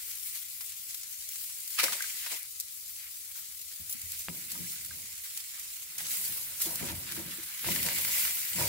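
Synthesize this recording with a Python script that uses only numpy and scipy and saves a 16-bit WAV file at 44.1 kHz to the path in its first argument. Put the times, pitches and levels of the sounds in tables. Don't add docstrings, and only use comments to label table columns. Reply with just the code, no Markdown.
import sys
import numpy as np
from scipy import signal
from scipy.fft import rfft, irfft, next_fast_len
from scipy.io import wavfile
from scipy.ndimage import uniform_filter1d, map_coordinates

SR = 44100
rng = np.random.default_rng(int(sys.argv[2]) if len(sys.argv) > 2 else 0)


def generate_wav(sig):
    pcm = np.round(np.clip(np.atleast_2d(sig).T, -1, 1) * 32767).astype(np.int16)
    wavfile.write(sys.argv[1], SR, pcm)


N = 382788

# (frequency [Hz], level [dB], t60 [s])
METAL_MODES = [(82.7, -1, 0.39), (172, 0, 0.19), (238, -2.5, 0.18), (329, -1, 0.11), (438, -11, 0.1),
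               (556, 0.5, 0.11), (684, -0.5, 0.071), (959, 4, 0.079), (1240, -6, 0.11), (1595, -2, 0.037),
               (2056, -5, 0.039), (2330, -0.5, 0.023), (2920, 8, 0.033), (4670, -2, 0.054)]
# (frequency [Hz], relative density [dB])
COARSE_SPECTRUM = [(410, -23.5), (700, -13.5), (971, -7.5), (1140, -5), (1480, -1.5), (2080, -3),
                   (2610, -4), (4500, -7.5), (5850, -11), (9900, -120)]


def amp(db):
    return np.exp(np.asarray(db) * np.log(10) / 20)


def unit(x):
    return x / np.sqrt(np.mean(x ** 2) + 1e-20)


def along(points, hz):
    freqs, values = np.transpose(points)
    return np.interp(np.log(hz + 1), np.log(freqs + 1), values)


def curves(rows):
    times, *columns = np.transpose(rows)
    return np.array([np.interp(np.arange(N) / SR, times, column) for column in columns])


def wobble(rate):
    knots = rng.standard_normal(int(N * rate / SR) + 4)
    return map_coordinates(knots, [np.arange(N) * rate / SR])


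def swells(rows, linger):
    t = np.arange(0, N / SR + .002, .002)
    peak, rise, fade, *levels = np.transpose(rows)[..., None]
    shapes = [amp(db - 10 * np.maximum((peak - t) / rise, (t - peak) / (stretch * fade)))
              for db, stretch in zip(levels, linger)]
    return np.array([np.interp(np.arange(N) / SR, t, np.linalg.norm(s, axis=0)) for s in shapes])


def filtered(x, response):
    size = next_fast_len(N + SR // 4)
    return irfft(rfft(x, size) * response(np.fft.rfftfreq(size, 1 / SR)), size)[..., :N]


def coloured(x, spectrum):
    return unit(filtered(x, lambda hz: amp(along(spectrum, hz))))


def stereo_noise(response):
    # (frequency [Hz], correlation [ratio])
    coherence = [(25, .6), (60, 1), (130, 0.72), (300, 0.61), (700, 0.67), (1500, 0.048)]
    angle = lambda hz: np.arccos(np.clip(along(coherence, hz), -1, 1)) / 2
    noise = rng.standard_normal((2, N))
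    mid, side = filtered(noise, lambda hz: response(hz) * [np.cos(angle(hz)), np.sin(angle(hz))])
    return unit(np.array([mid + side, mid - side]))


def at_ports(direct, scattered, share):
    # (time [s], delay [samples])
    lag = [(0, 17), (3.8, 22.5), (5.6, 18.3), (6.2, 4), (8.68, 3.1)]
    late = np.clip(np.arange(N) - np.round(curves(lag)[0]).astype(int), 0, N - 1)
    return np.sqrt(share) * np.array([direct, direct[late]]) + np.sqrt(1 - share) * scattered


def drone():
    # (frequency [Hz], relative density [dB])
    spectrum = [(12, -49), (20, -16), (70, 6.5), (211, -10.5), (295, -13.5), (658, -14.5), (770, -37),
                (1300, -7), (1690, -50), (2860, -120)]
    return amp(-70 + 0.21 * wobble(1.86)) * stereo_noise(lambda hz: amp(along(spectrum, hz)))


def shaken(band):
    modes = lambda hz: np.sqrt(sum(amp(db) ** 2 / (1 + ((hz - centre) * t60 / 3) ** 2)
                                   for centre, db, t60 in METAL_MODES))
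    return stereo_noise(lambda hz: amp(along(band, hz)) * modes(hz))


def dragging():
    # (peak time [s], 10 dB rise [s], nominal 10 dB fade [s], frame [dB], wires [dB], stand [dB])
    shoves = [ (1.836, 0.013, 0.069, -59, -42, -80), (1.925, 0.042, 0.025, -62, -52.5, -82),
              (2.32, 0.0081, 0.031, -64, -50, -90), (3.814, 0.0099, 0.089, -76, -80, -56),
              (4.044, 0.027, 0.23, -72, -92, -62), (4.3, 0.017, 0.091, -47, -61.5, -60),
              (4.534, 0.016, 0.12, -64, -67, -71), (4.61, 0.071, 0.1, -51.5, -78, -58),
              (5.016, 0.37, 0.081, -61, -69, -58.5), (6.026, 0.081, 0.7, -61, -62, -65),
              (6.29, 0.02, 0.18, -59, -70, -57.5), (6.666, 0.02, 0.071, -49.5, -48.5, -59),
              (6.825, 0.018, 0.092, -39, -47, -49), (6.93, 0.093, 0.072, -46.5, -50.5, -44.5),
              (7.2, 0.088, 0.064, -47.5, -56, -62), (7.28, 0.29, 0.11, -49.5, -73, -59),
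              (7.665, 0.019, 0.3, -42, -50, -50.5), (7.843, 0.068, 0.44, -64, -55, -67),
              (8.575, 0.025, 0.28, -45, -63, -54.5), (8.635, 0.046, 0.042, -49, -40.5, -37)]
    linger = [0.92, 0.97, 1.52]
    # (frequency [Hz], gain [dB])
    frame_band = [(60, -29), (130, 9), (400, -3), (600, -14), (1100, -62)]
    wire_band = [(240, -22), (450, -3), (1400, -9), (2000, -15), (3300, -64)]
    stand_band = [(20, -38), (50, 0), (120, 0), (200, -26), (330, -60)]
    frame_gain, wire_gain, stand_gain = swells(shoves, linger)
    frame = frame_gain * amp(1.2 * wobble(30)) * shaken(frame_band)
    wires = wire_gain * amp(3.9 * wobble(30)) * shaken(wire_band)
    return (frame + wires) * amp([[1.5], [-1.5]]) + stand_gain * shaken(stand_band)


def knocks():
    # (time [s], level [dB], centre pitch [Hz], spread [octaves])
    blows = [ (1.788, -26, 1320, 0.17), (1.836, -27.5, 400, 0.45), (1.881, -26, 1440, 0.25),
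             (2.005, -24, 1750, 0.23), (2.041, -28, 1710, 0.24), (2.262, -41, 865, 0.45),
             (3.799, -45, 120, 0.88), (3.948, -46, 233, 0.22), (4.035, -50, 79.5, .3),
             (4.285, -30, 900, 4.15), (4.288, -37, 189, 0.28), (4.553, -33.5, 1600, 0.4),
             (4.599, -37.5, 170, 0.26), (4.909, -39.5, 1630, 0.22), (6.256, -34, 4670, 0.27),
             (6.666, -36, 340, 0.12), (6.807, -31, 243, 1.1), (6.899, -38.5, 970, 0.15),
             (7.178, -33.5, 340, 0.14), (7.385, -40.5, 330, 0.17), (7.645, -30.5, 900, 3.4),
             (7.686, -21.5, 500, 1.5), (7.688, -26, 2080, 0.22), (7.76, -22, 2300, .35),
             (7.886, -21, 2100, 0.18), (8.048, -22, 2160, 0.22), (8.249, -19.5, 2220, 0.22),
             (8.613, -30, 960, 0.17), (8.615, -26, 122, 1.6)]
    damped = 0.9
    out, t = np.zeros((2, N + SR)), np.arange(SR // 5) / SR
    chatter = np.pad(amp(2.6 * wobble(250)), (0, SR))
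    hz, mode_db, t60 = np.transpose(METAL_MODES)[..., None]
    decay = amp(-60 * t / (damped * t60))
    attack = 1 - np.exp(-t / 0.00064)
    push_pull = np.exp(-(t / 0.00015 - 2) ** 2) * np.sin(2 * np.pi * 1500 * (0.00035 - t))
    for time, db, spot_hz, spread in blows:
        nearness = np.exp(-(np.log2(hz / spot_hz) / spread) ** 2 / 2)
        weights = amp(mode_db + rng.normal(0, 1.8, hz.shape)) * nearness
        phase = rng.normal(0, 1.0, (2, *hz.shape))
        modes = weights * decay * np.sin(2 * np.pi * hz * t + phase)
        ring = attack * modes.sum(axis=1) / weights.sum()
        clack = 0.26 * spread ** 2 * push_pull
        span = round(time * SR) + np.arange(len(t))
        out[:, span] += amp(db) * (chatter[span] * ring + clack)
    return out[:, :N] * amp([[1.2], [-1.2]])


def whistle():
    # (start [s], length [s], level [dB], lift above 14 kHz [dB])
    jets = [(3.895, 0.033, -34, -2), (3.928, 0.009, -37, 14), (3.931, 0.022, -37.5, -4)]
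    # (frequency [Hz], linewidth [Hz], level [dB])
    pore_tones = [(10880, 49, -3.5), (13800, 70, -6), (14900, 260, -7), (14800, 290, -5)]
    t, tones = np.arange(N) / SR, np.zeros(N)
    gates = [np.clip((t - start) / .0015, 0, 1) * np.clip((start + length - t) / 0.014, 0, 1)
             for start, length, _, _ in jets]
    for hz, width, tone_db in pore_tones:
        envelope = sum(amp(db + lift * (hz > 14000)) * gate for gate, (_, _, db, lift) in zip(gates, jets))
        drift = np.cumsum(rng.normal(0, np.sqrt(2 * np.pi * width / SR), N))
        tones += envelope * amp(tone_db) * np.sin(2 * np.pi * hz * t + drift)
    return amp(1.6 * wobble(150)) * tones


def pops():
    # (time [s], level before filtering [dB])
    bursts = [(.2795, -13), (1.2896, -14), (1.6063, -9), (2.4311, -8), (2.4393, -16), (2.583, -15),
              (4.5172, -10), (6.0995, -14), (6.2152, -14), (6.757, -11)]
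    times, db = np.transpose(bursts)
    impulses = np.bincount(np.round(times * SR).astype(int), amp(db), N)
    return filtered(at_ports(impulses, 0, share=0.65), lambda hz: 1j * np.clip(hz / 11000, 0, 1) ** 2)


def noise_bursts():
    # (time [s], bright level [dB], t60 [s], body relative to bright [dB])
    bursts = [ (0.607, -32.5, 0.066, -12.5), (0.943, -26.5, 0.046, -17), (1.031, -31, 0.056, -20),
              (1.289, -26, 0.021, -42), (1.3552, -32, 0.052, -14.5), (1.677, -26, 0.023, -34),
              (1.7866, -23.5, 0.059, -6), (1.796, -25, 0.1, -6.5), (1.832, -19, 0.042, -11),
              (1.8377, -21, 0.047, -6), (1.922, -27, 0.036, -4), (1.93, -29.5, .05, -2),
              (2.022, -24, 0.035, -16), (2.261, -31.5, 0.082, -5), (2.3161, -26.5, 0.037, -17),
              (2.599, -21.5, 0.028, -34), (2.606, -25, 0.032, -35), (3.345, -37, 0.43, -14),
              (3.8945, -28.5, 0.044, -32), (3.925, -24, 0.027, -35), (4.016, -28, .02, -37),
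              (4.119, -23, 0.018, -39), (4.518, -24.5, 0.024, -19), (4.847, -29, 0.034, -16),
              (5.3734, -23, 0.027, -22), (5.596, -26.5, .015, -36), (5.9804, -24.5, 0.058, -31),
              (6.006, -38.5, .018, 7), (6.598, -33, 0.2, -11), (6.756, -21.5, 0.023, -24),
              (6.917, -30, 0.025, -15), (7.1216, -24.5, 0.014, -16), (7.76, -24.5, 0.026, -4),
              (7.828, -22.5, 0.024, -12), (7.864, -24, 0.014, -5), (7.886, -25, .025, -7),
              (8.048, -28, 0.034, -3.5), (8.092, -32, .02, -11.5), (8.249, -29.5, 0.051, -0.5)]
    bright, body = np.zeros((2, N + SR))
    t = np.arange(SR // 4) / SR
    for time, db, t60, body_db in bursts:
        puff = amp(db - 60 * t / t60) * (1 - np.exp(-t / (t60 / 40)))
        bright[round(time * SR):][:len(t)] += puff
        body[round(time * SR):][:len(t)] += amp(body_db) * puff
    noise = rng.standard_normal((3, N))
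    treble = filtered(noise, lambda hz: 1 / (1 + (4200 / (hz + 1)) ** 4.5))
    puffs = bright[:N] * unit(treble) + body[:N] * coloured(noise, COARSE_SPECTRUM)
    return at_ports(puffs[0], puffs[1:], share=0.21)


def bubbles(rate, spread_db):
    when, chance = rng.random((int(rate * N / SR), 2)).T
    sizes = amp(spread_db * np.minimum(-np.log(1 - chance), 3))
    return unit(np.bincount((when * N).astype(int), sizes, N))


def patchy(x, depth_db):
    bands = signal.stft(x, nperseg=512)[2]
    flutter = uniform_filter1d(rng.standard_normal(bands.shape[1:]), size=3, axis=0)
    flutter = uniform_filter1d(flutter, size=6, axis=1)
    return signal.istft(bands * amp(depth_db * unit(flutter)), nperseg=512)[1][:, :N]


def frying(spectrum, crackle, crackle_db, sputter):
    noise = rng.standard_normal((3, N))
    hiss = sputter * patchy(at_ports(noise[0], noise[1:], share=0.065), depth_db=2.0)
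    return coloured(unit(hiss) + amp(crackle_db) * at_ports(crackle, 0, share=0.82), spectrum)


def over_bars(coarse, spatter):
    # (time [s], gain [dB])
    coupling_db = [(3.9, -4), (4.1, -3.5), (7.55, -6), (7.65, -3)]
    # (frequency [Hz], gain [dB])
    bar_band = [(1500, -36), (2000, -0.5), (2500, -8.5), (3200, -26)]
    lows = filtered(coarse, lambda hz: 1 / (1 + (hz / 1700) ** 6))
    ring = amp(-3.0 + 2.8 * wobble(70)) * unit(spatter) * shaken(bar_band)
    return coarse + amp(curves(coupling_db)) * (ring - lows)


def sizzle():
    # (time [s], fine [dB], coarse [dB], spray [dB])
    steady = [(0, -45, -55.5, -39), (1.18, -44.5, -58, -41), (1.76, -41.5, -55.5, -36),
              (1.98, -39.5, -40.5, -37), (2.1, -38, -46.5, -37), (2.37, -45, -47, -36.5),
              (2.43, -49, -77, -42), (2.6, -46.5, -61.5, -41.5), (3.8, -47, -59.5, -41),
              (4.1, -43.5, -53, -39), (4.47, -45, -54.5, -40), (4.62, -44, -49.5, -40),
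              (4.85, -45.5, -54.5, -40.5), (5.44, -44, -53, -40), (5.92, -47, -53.5, -40),
              (7.57, -44, -49, -38.5), (8.68, -48, -69, -35)]
    # (peak time [s], 10 dB rise [s], 10 dB fade [s], fine [dB], coarse [dB], spray [dB])
    surges = [ (.11, 0.058, 0.015, -43, -54, -37), (.27, 0.038, .1, -43.5, -58, -34),
              (.355, 0.038, 0.052, -40.5, -50, -39), (1.79, 0.011, 0.08, -35, -33, -36),
              (1.84, 0.022, 0.048, -32.5, -32, -32), (1.93, .05, 0.039, -33.5, -43, -36.5),
              (2.32, 0.031, 0.086, -37.5, -40.5, -42), (3.04, 0.091, 0.074, -53, -50, -47),
              (4.52, 0.025, 0.14, -42, -58, -43), (4.71, 0.12, 0.13, -42, -55, -38.5),
              (6.0, 0.02, 0.16, -39.5, -47.5, -35.5), (6.11, 0.025, 0.32, -35.5, -45, -27.5),
              (6.615, 0.014, 0.13, -36, -46, -27.5), (6.665, 0.056, 0.013, -36, -52, -28),
              (6.89, 0.17, 0.05, -40.5, -43.5, -37.5), (7.13, 0.089, 0.037, -41, -43.5, -43),
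              (7.69, 0.085, 1, -35.5, -38.5, -28.5), (8.17, 0.14, 0.23, -32.5, -36.5, -26),
              (8.61, 0.065, 0.17, -32, -35.5, -28)]
    # (frequency [Hz], relative density [dB])
    fine_spectrum = [(1500, -27.5), (2500, -10.5), (3860, -5.5), (4530, -4), (6540, -2.5), (7280, 1),
                     (9000, -3), (11500, -4), (14000, -60)]
    spray_spectrum = [(6000, -38), (8500, -8), (11000, -5), (15500, -2)]
    # (time [s], left minus right level of the fine hiss [dB])
    bearing = [(0, 2.5), (3.9, 2), (4.1, 0.5), (5.6, 0), (8.68, .5)]
    fine_gain, coarse_gain, spray_gain = np.hypot(amp(curves(steady)), swells(surges, np.ones(3)))
    small = bubbles(rate=300, spread_db=3.5)
    flash = np.exp(-np.arange(SR // 20) / SR / 0.0051)
    spatter = 2.0 + 0.32 * unit(signal.fftconvolve(bubbles(rate=35, spread_db=2.0), flash)[:N])
    fine = frying(fine_spectrum, small, crackle_db=-16.5, sputter=spatter * amp(1.13 * wobble(23)))
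    spray = frying(spray_spectrum, small, crackle_db=-10.5, sputter=spatter * amp(1.35 * wobble(20)))
    larger = bubbles(rate=130, spread_db=2.0)
    coarse = frying(COARSE_SPECTRUM, larger, crackle_db=-9.5, sputter=spatter * amp(2.45 * wobble(40)))
    shadow = lambda depth: amp(depth * curves(bearing) * [[.5], [-.5]])
    return (coarse_gain * over_bars(coarse, spatter) * shadow(0.14)
            + (spray_gain * spray + pops()) * shadow(2.06)
            + (fine_gain * fine + whistle() + noise_bursts()) * shadow(1.0))


def scene():
    return sizzle() + dragging() + knocks() + drone()


def record(dry):
    bass_hz, top_hz = 35, 15780
    return filtered(dry, lambda hz: (hz < top_hz) / (1 + (bass_hz / (hz + 1)) ** 2))


dry = scene()
out = record(dry)
generate_wav(out)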